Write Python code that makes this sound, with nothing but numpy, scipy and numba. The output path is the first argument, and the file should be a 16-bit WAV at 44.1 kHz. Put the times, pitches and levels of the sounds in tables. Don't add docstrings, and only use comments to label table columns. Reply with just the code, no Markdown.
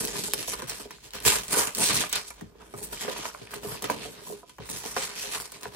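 import sys
import numpy as np
from scipy import signal
from scipy.fft import rfft, irfft, next_fast_len
from scipy.io import wavfile
from scipy.ndimage import uniform_filter1d, minimum_filter1d, map_coordinates
from numba import njit

SR = 44100
rng = np.random.default_rng(int(sys.argv[2]) if len(sys.argv) > 2 else 0)


def field_ratio(decibels):
    return 10 ** (np.asarray(decibels, dtype=float) / 20)


def unload_wav(signal):
    wavfile.write(
        sys.argv[1],
        SR,
        np.round(np.clip(np.atleast_2d(signal).T, -1, 1) * 32767).astype(np.int16),
    )


N = 253731

# frequency in Hz, lag of the left port in turns, random spread by the walls in turns.
PORT_TURNS = [(104, 0, 0.017), (314, 0.11, 0.2), (1190, 0.059, 0.26), (3050, 0.19, 0.25),
              (4700, 0.46, 0.32), (7050, 0.69, 0.22), (10350, 1.08, 0.016), (10880, 1.1, 0.12),
              (10920, 1.19, 0.079), (13730, 1.38, 0.028), (16400, 1.44, 0.066)]


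def along(table, hz, column=1):
    rows = np.transpose(table)
    return np.interp(np.log(np.maximum(hz, 1)), np.log(rows[0]), rows[column])


def hum():
    # time in seconds, level in dB.
    hum_levels = [(0.0, -58.5), (0.32, -71.5), (0.67, -63), (0.83, -72), (1.02, -70), (1.34, -60),
                  (1.63, -74), (1.89, -72), (2.91, -69), (3.14, -74.5), (4.02, -68.5), (4.31, -84),
                  (4.56, -76), (4.72, -72.5), (5.75, -76)]
    t, db = np.transpose(hum_levels)
    mains_band = signal.butter(2, [43, 60], "band", fs=SR, output="sos")
    drone = signal.sosfilt(mains_band, rng.standard_normal(N))
    return drone / drone.std() * field_ratio(np.interp(np.arange(N) / SR, t, db) + 11.5)


def room(x):
    t60_s, tail_db = 0.17, -6.5
    # frequency in Hz, left minus right in dB.
    port_balance = [(60, -1), (150, 3.5), (380, -2.5), (1300, -3), (2400, 1.5), (4400, -2), (9000, -1.5),
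                    (15000, 0.5)]
    size = next_fast_len(N + SR)
    hz = np.arange(size // 2 + 1) * SR / size
    t = np.arange(SR // 2) / SR
    fade = field_ratio(-60 * t / t60_s) * np.clip(t / 0.0015, 0, 1)
    tails = rng.standard_normal((2, len(t))) * fade / np.sqrt(np.sum(fade ** 2))
    both, apart = rfft(tails, size)
    walls = both + apart * np.array([[1], [-1]]) * hz / (hz + 250)
    path = 1 + field_ratio(tail_db) * walls / (1 + hz / 5000)
    balance = field_ratio(along(port_balance, hz) * np.array([[.5], [-.5]]))
    return irfft(rfft(x, size) * path * balance, size)[:, :N]


def box(x):
    # mode frequency in Hz, width in Hz, level in dB.
    box_modes = [(126, 31, -12.5), (405, 21.7, 7.5), (508, 117, -6.5), (1030, 290, -5.5), (1560, 40, -51)]
    out = x
    for hz, width, db in box_modes:
        out = out + field_ratio(db) * signal.lfilter(*signal.iirpeak(hz, hz / width, SR), x)
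    return out


@njit
def ring_loop(start, hz, t60, size, turn, left, swell):
    out = np.zeros((2, N))
    for k in range(len(start)):
        r = np.exp(-np.log(1000) / (t60[k] * SR))
        p = r * np.exp(2j * np.pi * hz[k] / SR)
        z = size[k] * np.sqrt(2 * (1 - r * r)) * np.exp(2j * np.pi * turn[k])
        gap, close = 1., np.exp(-hz[k] / (swell * SR))
        for i in range(start[k], min(N, start[k] + int(t60[k] * SR * 2 / 3) + 2)):
            gap *= close
            out[0, i] += (1 - gap) * (z * left[k]).imag
            out[1, i] += (1 - gap) * z.imag
            z *= p
    return out


def rings(s, hz, t60, db, swell):
    chance = rng.standard_normal((len(s), 2))
    lag = along(PORT_TURNS, hz) + along(PORT_TURNS, hz, column=2) * chance[:, 0]
    left = np.exp(-2j * np.pi * lag)
    return ring_loop((s * SR).astype(np.int64), hz, t60, field_ratio(db), chance[:, 1], left, max(swell, .02))


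def knocks(detune=0.626, late_cycles=1.134):
    # start in seconds, peak in dB, pitch in Hz, ring t60 in seconds.
    finger_knocks = [(4.322, -29.5, 432, 0.055), (.281, -29, 597, 0.04), (.334, -26.5, 492, 0.044),
                     (.48, -26.5, 497, 0.031), (.532, -29.5, 560, 0.026), (.622, -25, 245.5, 0.12),
                     (.799, -34, 284, 0.065), (.854, -31.5, 402, 0.029), (1.143, -39, 487, 0.13),
                     (1.26, -13, 194, 0.036), (1.357, -30, 428, 0.073), (1.53, -29, 560, 0.041),
                     (1.793, -25, 469, 0.14), (2.414, -25, 219.5, 0.11), (2.737, -26.5, 370, 0.051),
                     (2.812, -32.5, 417, 0.058), (3.046, -28, 570, 0.035), (3.078, -20.5, 510, 0.066),
                     (3.188, -28, 314, 0.062), (3.414, -28, 256, 0.03), (3.645, -25, 423, 0.063),
                     (3.84, -25.5, 438, 0.041), (4.05, -30.5, 569, 0.12), (4.299, -27.5, 412, 0.045),
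                     (4.43, -39, 693, 0.059), (4.6, -34.5, 421, 0.095), (4.725, -29, 197, 0.13),
                     (4.852, -30, 456, 0.069), (4.964, -22, 531, 0.084), (5.234, -34, 533, 0.17)]
    # start in seconds, peak in dB, pitch in Hz.
    nail_taps = [(.154, -27, 980), (.908, -43, 704), (1.319, -18, 1690), (1.568, -17.5, 514),
                 (2.036, -23, 1204), (2.151, -35, 1080), (2.306, -39, 1200), (2.551, -42, 452),
                 (2.926, -35, 446), (3.253, -23.5, 1385), (3.346, -28.5, 1060), (3.534, -27.5, 1060),
                 (3.82, -36, 402), (3.898, -14.5, 1010), (4.586, -33.5, 730), (5.521, -38, 690),
                 (5.654, -25, 985)]
    # start in seconds, peak in dB, pitch in Hz.
    palm_thumps = [
        (1.93, -24.5, 130),
        (2.42, -41, 140),
        (2.742, -30.5, 150),
        (3.66, -26, 133),
        (4.315, -50, 159),
        (4.588, -28.5, 148),
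        (5.66, -33, 129),
    ]
    tap_t60_s, thump_t60_s = 0.019, 0.16
    taps = np.insert(nail_taps, 3, tap_t60_s, axis=1)
    thumps = np.insert(palm_thumps, 3, thump_t60_s, axis=1)
    hits = np.vstack([finger_knocks, taps, thumps])
    s, db, hz, t60 = (np.repeat(c, 5) for c in hits.T)
    step = np.tile(np.arange(-2, 3), len(hits))
    ratio = 2 ** (step * detune * (0.561 + .5 * rng.random(len(s))))
    late = late_cycles * (2 - step) / 4 * np.clip(1 / (hz * ratio) - 1 / 900, 0, 1)
    start = s + 0.001496 + late
    level_db = db + 12.0 - 5 * abs(np.log2(ratio))
    return rings(start, hz * ratio, np.clip(t60, .006, .4) / ratio, level_db, 0.47)


def gestures(t, table, rise, sag, fade):
    s, hold, db, bright = (c[:, None] for c in np.transpose(table))
    late = t - s
    rising = rise * np.minimum(late, 0)
    sagging = sag * np.clip(late, 0, abs(hold))
    fading = fade * np.maximum(late - abs(hold), 0)
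    power = field_ratio(2 * (db + rising - sagging - fading))
    return power.sum(axis=0), (power * bright).sum(axis=0)


def hands():
    # start in seconds, hold in seconds, crackle in dB, brightness in dB.
    sudden_tugs = [(0.0, 0.0063, -35, 3.5), (0.047, 0.042, -35.5, 5.5), (0.239, .08, -36.5, 2.5),
                   (0.324, 0.024, -44.5, 4), (0.475, 0.057, -39, 5.5), (0.578, 0.075, -40.5, -4.5),
                   (0.69, 0.032, -41, 2.5), (0.796, 0.052, -48.5, 0), (0.916, .02, -54, -4.5),
                   (1.041, 0.034, -48.5, -1), (1.142, 0.036, -42, -4.5), (1.262, 0.099, -23.5, 1.5),
                   (1.532, 0.036, -29.5, 3), (1.783, .03, -47, 1), (2.138, 0.028, -33, -0.5),
                   (2.28, 0.0077, -53.5, 5), (2.393, 0.019, -57.5, -2.5), (2.618, 0.065, -64.5, 3),
                   (2.925, 0.068, -45.5, 4), (3.006, 0.09, -40, 1), (3.093, 0.041, -42, 0.5),
                   (3.639, .05, -47, 0.5), (3.83, 0.016, -40.5, -0.5), (3.895, 0.019, -39.5, -5.5),
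                   (4.482, 0.02, -57, -3), (4.595, 0.044, -54.5, -13), (4.972, 0.13, -35, -1),
                   (5.511, 0.022, -56.5, 4), (5.624, 0.043, -48.5, 0), (5.736, .03, -46.5, -5)]
    # start in seconds, hold in seconds, crackle in dB, brightness in dB.
    slow_slides = [(0.183, 0.026, -36.5, 1), (0.405, .03, -38, -2), (1.22, .02, -46, -12),
                   (1.43, 0.0081, -46.5, 9), (1.611, 0.034, -31.5, 3.5), (1.836, 0.11, -29.5, 5),
                   (1.92, 0.1, -31, -1), (2.768, .04, -59.5, 2), (2.832, 0.014, -52, 10.5),
                   (3.191, 0.075, -41, 0), (3.384, 0.043, -62, -14), (3.536, 0.028, -45.5, -0.5),
                   (3.719, 0.062, -43, -1), (4.023, 0.061, -45.5, -0.5), (4.27, 0.059, -52, 11),
                   (4.723, 0.032, -43, 6), (4.86, 0.045, -43.5, 5), (5.169, 0.24, -43.5, 2),
                   (5.347, 0.033, -40, 3.5), (5.565, 0.033, -54, 0)]
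    # time in seconds, resting rustle in dB, contact of paper and box in dB, slack in dB.
    grip_points = [(0.0, -62, 5.5, 4), (.35, -48, -2, -13.5), (.7, -51.5, -0.5, 1), (1.0, -62.5, 0, -9.5),
                   (1.6, -53, -1.5, 2), (2.0, -69, -1, -4.5), (2.3, -64.5, -8, -3.5), (2.55, -74.5, 13, 7),
                   (2.85, -61, 2.5, 0), (3.2, -47, -3.5, -1), (3.65, -72, 4, -0.5), (4.1, -55, 2.5, -3),
                   (4.33, -56.5, 5, 1.5), (4.575, -83, 1, -12), (4.62, -71, 4.5, -2.5),
                   (5.0, -59, -5.5, -2), (5.4, -69, -3, 1), (5.75, -61, 2, -2.5)]
    boom_keep = 0.21
    dull_share = 0.33
    t = np.arange(0, N / SR, 1 / 500)
    at, rest_db, contact_db, slack_db = np.transpose(grip_points)
    tug_power, tug_bright = gestures(t, sudden_tugs, rise=557, sag=79.5, fade=205)
    slide_power, slide_bright = gestures(t, slow_slides, rise=150, sag=50.5, fade=189)
    power = tug_power + slide_power + field_ratio(2 * np.interp(t, at, rest_db))
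    top = 10 * np.log10(power)
    bright = (tug_bright + slide_bright) / power
    middle = np.interp(t, at, slack_db) - dull_share * bright
    boom = np.interp(t, at, contact_db) - boom_keep * (top + 45)
    return t, top, middle, boom, bright


def walk(rate):
    k = int(SR / rate)
    return 1.32 * uniform_filter1d(np.repeat(rng.standard_normal(N // k + 1), k), k)[:N]


def folds(s, hz, per_s=10, per_octave=5.5):
    grid = rng.standard_normal((int(N / SR * 30) + 2, 60))
    place = [s * min(per_s, 30), np.log2(hz / 100) * min(per_octave, 7)]
    return 1.32 * map_coordinates(grid, place, order=1)


def snaps(s, band_db, t60, cycles, spread_s, scatter_db, count):
    # frequency in Hz, level in dB per Hz.
    sheet_response = [(100, -4), (200, 2.5), (700, -2), (2000, 1), (5000, 1.5), (8000, 1.5), (11000, -3),
                      (14000, 1), (15800, 5.5), (16500, -27)]
    band_centres = np.log([270, 1200, 3600, 9000])
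    chance = rng.random((len(s), count, 3))
    rank = (np.arange(count) + chance[..., 0]) / count
    hz = 100 * 165 ** rank ** .6
    place = np.interp(np.log(hz), band_centres, np.arange(4))
    db = sum(np.clip(1 - abs(place - k), 0, 1) * band_db[k][:, None] for k in range(4))
    share_db = 10 * np.log10(hz / 6500 * 0.67 / (rank + 0.0072) ** 0.35)
    db = db + along(sheet_response, hz) + share_db + scatter_db * (chance[..., 1] - .5)
    start = s[:, None] + np.reshape(spread_s, (-1, 1)) * chance[..., 2] ** 2
    db = db + 2.2 * folds(start, hz)
    ring = np.reshape(t60, (-1, 1)) + cycles / hz
    return rings(start.ravel(), hz.ravel(), ring.ravel(), db.ravel(), 0.24)


def lone():
    # start in seconds, treble peak in dB, middle relative in dB, crispness in dB.
    full_cracks = [(.3356, -10.5, -9.5, 4), (.4273, -20.5, -3, -2), (.4768, -25, -7, 1.9),
                   (.535, -16.5, 1, -5), (.621, -25, 5, 1.3), (.6954, -20, -8, 0), (.8041, -33, 10.5, -5),
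                   (.9082, -28.5, 6, -1), (1.1353, -26, -3.5, 0), (1.2515, -14.5, 0, 2),
                   (1.2616, -10.5, -4, -9), (1.4341, -25, -2, .6), (2.2807, -29.5, -5, -5.5),
                   (2.3047, -26, 2.5, 0.5), (2.4106, -36.5, 13, -1), (2.6056, -44, 16, -3.5),
                   (2.7388, -39.5, 22.5, -5.5), (2.9287, -27, 6, -3.5), (3.0105, -27, -6, 4),
                   (3.0804, -35.5, 24.5, -2), (3.254, -34.5, 10, -3), (3.538, -23.5, 6, -6.5),
                   (3.6319, -36.5, 16, -1.5), (3.8417, -18, 6, -0.5), (3.901, -18.5, -8, -1.5),
                   (4.495, -33, 2.5, -3.5), (4.5839, -40.5, 14.5, 3), (4.6898, -39, 11.5, 6.5),
                   (4.9651, -19.5, 12, -2.5), (5.6323, -27.5, -8, 4.5)]
    # start in seconds, treble peak in dB, crispness in dB.
    thin_ticks = [(.0509, -14.5, 2), (.0739, -27, 7.5), (.2373, -18.5, 0.5), (.5896, -29, 3.5),
                  (.6734, -35, 1), (1.04, -35, -1), (1.1069, -40, 0.5), (1.1912, -45, -7),
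                  (1.2027, -46.5, 22), (1.482, -35, 2), (1.494, -33, -11), (1.5244, -26, -2.5),
                  (1.672, -18, 4.5), (1.7498, -22, 8), (1.7913, -34, -8), (2.0936, -22, -10),
                  (2.1281, -11.5, -0.5), (2.155, -11, -1.5), (2.824, -48, 0), (3.178, -20.5, -14),
                  (3.5034, -49, 0.5), (3.8231, -23, 3.5), (4.6012, -52, 9), (4.7097, -30, -3.5),
                  (4.7292, -27, -3.5), (4.8603, -25, -5), (5.401, -26.5, 3.5), (5.5197, -28.5, -2),
                  (5.6098, -35, 0.5), (5.7387, -40, 1)]
    tick_mid_db = -24
    both = np.vstack([full_cracks, np.insert(thin_ticks, 2, tick_mid_db, axis=1)])
    return both[np.argsort(both[:, 0])].T


def hush(s, lead_s=0.029, depth_db=5):
    at, _, _, crisp_db = lone()
    k = np.minimum(np.searchsorted(at, s), len(at) - 1)
    wait = at[k] - s
    return -np.clip(depth_db + crisp_db[k], 0, 20) * np.exp(-abs(wait) / lead_s) * (wait > 0)


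def pops():
    # start in seconds, peak in dB, pitch in Hz, ring in cycles.
    crease_pops = [(0.155, -27, 1400, 6), (0.907, -27, 2070, 6.6), (0.985, -37, 1510, 6),
                   (1.057, -39, 8540, 6), (1.107, -30, 3790, 6), (1.151, -28, 1030, 6),
                   (1.252, -11, 2330, 3.4), (1.482, -17.5, 7970, 6.8), (1.551, -21, 1420, 5),
                   (1.671, -22, 5830, 6), (1.749, -21, 5940, 6), (1.764, -25, 6250, 6),
                   (2.127, -24, 4230, 6), (2.305, -32, 1940, 6), (2.38, -43, 872, 6.6),
                   (2.521, -47, 1080, 6), (2.604, -46, 802, 5.3), (2.895, -43, 867, 6),
                   (2.973, -24, 2330, 6.9), (3.01, -23, 2120, 6.8), (3.028, -25, 2200, 6),
                   (3.08, -25, 1060, 6), (3.129, -23, 1890, 6), (3.163, -24.5, 950, 6),
                   (3.237, -26, 886, 6), (3.254, -19, 1330, 8.4), (3.473, -26, 2440, 5.4),
                   (3.525, -37, 1070, 6), (3.539, -29, 1080, 5.5), (3.753, -28, 902, 6),
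                   (3.774, -26, 2570, 6), (3.822, -27, 1150, 6), (3.842, -32, 872, 5.5),
                   (3.899, -13, 910, 5.1), (3.929, -25, 2960, 6), (4.046, -24, 3000, 6),
                   (4.43, -42, 1070, 6), (4.584, -48, 1070, 5), (4.603, -34, 1080, 6.6),
                   (4.67, -34, 8300, 6), (4.73, -25, 5510, 6), (4.84, -29.5, 824, 6), (5.342, -28, 2140, 6),
                   (5.4, -24, 1420, 6), (5.428, -32, 1110, 6.6), (5.5, -34, 4090, 6),
                   (5.564, -35, 1090, 6.5), (5.655, -27, 950, 7), (5.667, -37, 1080, 6)]
    # start in seconds, peak in dB, pitch in Hz, ring in cycles.
    hollow_blooms = [(.856, -34, 420, 5.5), (1.321, -19, 1290, 10), (1.545, -22, 1500, 20),
                     (2.552, -48, 298, 8), (2.625, -41, 900, 18), (3.085, -24, 564, 19),
                     (3.828, -31.5, 412, 20), (3.908, -25, 400, 6.6), (3.911, -19.5, 270, 7),
                     (4.091, -38.5, 405, 18), (4.22, -41, 405, 22), (4.339, -39, 405, 25),
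                     (4.759, -37, 300, 5.4), (5.662, -29.5, 506, 7.4)]
    # start in seconds, peak in dB, pitch in Hz, ring in cycles.
    singing_flaps = [(.626, -32, 1500, 12), (.696, -26, 2000, 14), (.912, -34, 1900, 16),
                     (1.05, -42, 2800, 25), (1.165, -33, 1200, 12), (1.27, -17, 2200, 20),
                     (1.276, -16, 3900, 20), (1.358, -21, 1300, 8), (1.528, -23, 2000, 25),
                     (1.555, -22, 1400, 20), (1.6, -24, 1500, 14), (1.795, -22, 4200, 20),
                     (1.9, -22, 1150, 16), (1.96, -24, 1100, 16), (3.034, -27, 3200, 20),
                     (3.05, -30, 2200, 25), (3.11, -29, 1000, 12), (3.18, -28, 6500, 20),
                     (3.3, -34, 1400, 25), (3.565, -36, 405, 20), (3.66, -34, 1100, 20),
                     (4.27, -38, 1000, 20), (4.86, -30, 800, 8), (4.966, -19, 1200, 6),
                     (4.978, -24, 2350, 35), (5.045, -29, 1300, 12), (5.18, -32, 2300, 25),
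                     (5.375, -29, 1100, 10)]
    gain_db, spread_octaves, ring_s = -3.5, 0.36, .003
    events = np.vstack([crease_pops, hollow_blooms, singing_flaps])
    s, db, hz, cycles = (np.repeat(c, 3) for c in events.T)
    step = np.tile(np.arange(-1, 2), len(events))
    hz = np.minimum(hz * 2 ** (step * spread_octaves), SR / 3)
    t60 = ring_s + np.clip(cycles, 2, 40) / hz
    size = field_ratio(db + gain_db - 13 * abs(step)) * np.sqrt(t60 * SR / (4 * np.log(1000)))
    left = np.exp(-2j * np.pi * along(PORT_TURNS, hz))
    return ring_loop((s * SR).astype(np.int64), hz, t60, size, 0 * s, left, 0.33)


def cracks():
    s, top, mid, crisp_db = lone()
    tone_db = 1.5 * rng.standard_normal(len(s))
    bands = np.array([top + mid - 4, top + mid + 5, top + tone_db, top - tone_db])
    spread_s = .0007 * field_ratio(-2 * crisp_db)
    sharp = snaps(s, bands - 4 + crisp_db, 0.00094, 7.7, spread_s, 5.7, count=40)
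    tail = snaps(s, bands - 10, 0.031, 27.0, .006, 22.8, count=60)
    return sharp + tail


def crackle(per_s=90, size_db=2.5, tone_db=2.5):
    chance = rng.random((int(per_s * N / SR), 2))
    s = chance[:, 0] * N / SR
    t, top, mid, low, air = hands()
    size = -size_db * np.log(1.04 - chance[:, 1]) + hush(s)
    tone = tone_db * rng.standard_normal((len(s), 4)).T
    bands = (top + low + 10, top + mid + 12, top + 8, top + air + 2)
    band_db = [np.interp(s, t, b) + size + c for b, c in zip(bands, tone)]
    return snaps(s, band_db, 0.0052, 4.6, .0005, 7.8, count=24)


def crinkle(per_s=1700, size_db=1.8, burst_db=1.2, patch_db=2.2):
    chance = rng.random((int(per_s * N / SR), 2))
    s = chance[:, 0] * N / SR
    at = (s * SR).astype(int)
    t, top, mid, low, air = hands()
    size = -size_db * np.log(1 - chance[:, 1]) + burst_db * walk(45)[at]
    size = size - 10 * np.log10(np.mean(field_ratio(2 * size)))
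    size = size + hush(s)
    bands = (top + low + 17, top + mid + 14, top + 11, top + air + 8)
    band_db = [np.interp(s, t, b) + size + patch_db * walk(30)[at] for b in bands]
    return snaps(s, band_db, 0.008, 6.1, .002, 2.8, count=17)


def scene():
    touch = knocks() + pops() + cracks() + crackle() + crinkle()
    return room(box(touch)) + hum()


def band(x, lo_hz, hi_hz):
    size = next_fast_len(N)
    hz = np.arange(size // 2 + 1) * SR / size
    return irfft(rfft(x, size) * ((hz > lo_hz) & (hz < hi_hz)), size)[:N]


def starve(x):
    spare_moments = [.06, .86, 1.15, 1.4, 1.46, 1.79, 1.87, 1.94, 2.11, 2.35, 2.47, 2.57, 2.84, 2.89, 3.52,
                     3.64, 4.69, 4.8, 4.84, 5.19, 5.43, 5.6, 5.73]
    edge_hz, mid_top_hz, top_hz = (12500, 13650), 13200, 15900
    size, first, jump_db = 1024, 533, 6.8
    mid, side = (x[0] + x[1]) / 2, (x[0] - x[1]) / 2
    frame = (np.arange(N) + size - first + size // 2) // size
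    power = uniform_filter1d(band(mid, 4000, 13000) ** 2, size=200) + 1e-12
    before = uniform_filter1d(power, size=1001, origin=500)
    jump = power > field_ratio(2 * jump_db) * before
    steady = uniform_filter1d(1. * (np.bincount(frame, jump) == 0)[frame], size=256)
    spare_frames = frame[(np.array(spare_moments) * SR).astype(int)]
    spare = uniform_filter1d(1. * np.isin(frame, spare_frames), size=512)
    luck = uniform_filter1d(rng.standard_normal(frame[-1] + 1), size=2)[frame]
    rich, poor = (uniform_filter1d(1. * (sign * luck > .4), size=512) for sign in (1, -1))
    mid = mid - steady * poor * band(mid, edge_hz[0], mid_top_hz)
    kept = spare * band(mid, 14900, 15900) + rich * band(mid, mid_top_hz, edge_hz[1])
    mid = mid - steady * (band(mid, mid_top_hz, SR) - kept)
    side = side - steady * band(side, 8900, 11100)
    no_jump = 1. * (power < field_ratio(jump_db) * field_ratio(2 * jump_db) * before)
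    calm = uniform_filter1d(minimum_filter1d(no_jump, size=256), size=128)
    mid, side = (v - calm * band(v, top_hz, SR) for v in (mid, side))
    return np.array([mid + side, mid - side])


def band_limit(x):
    return signal.sosfilt(signal.butter(12, 16800, fs=SR, output="sos"), x)


def record(dry):
    rumble_cut = signal.butter(4, 40, "high", fs=SR, output="sos")
    mix = starve(signal.sosfilt(rumble_cut, dry))
    return band_limit(mix)


dry = scene()
out = record(dry)
unload_wav(out)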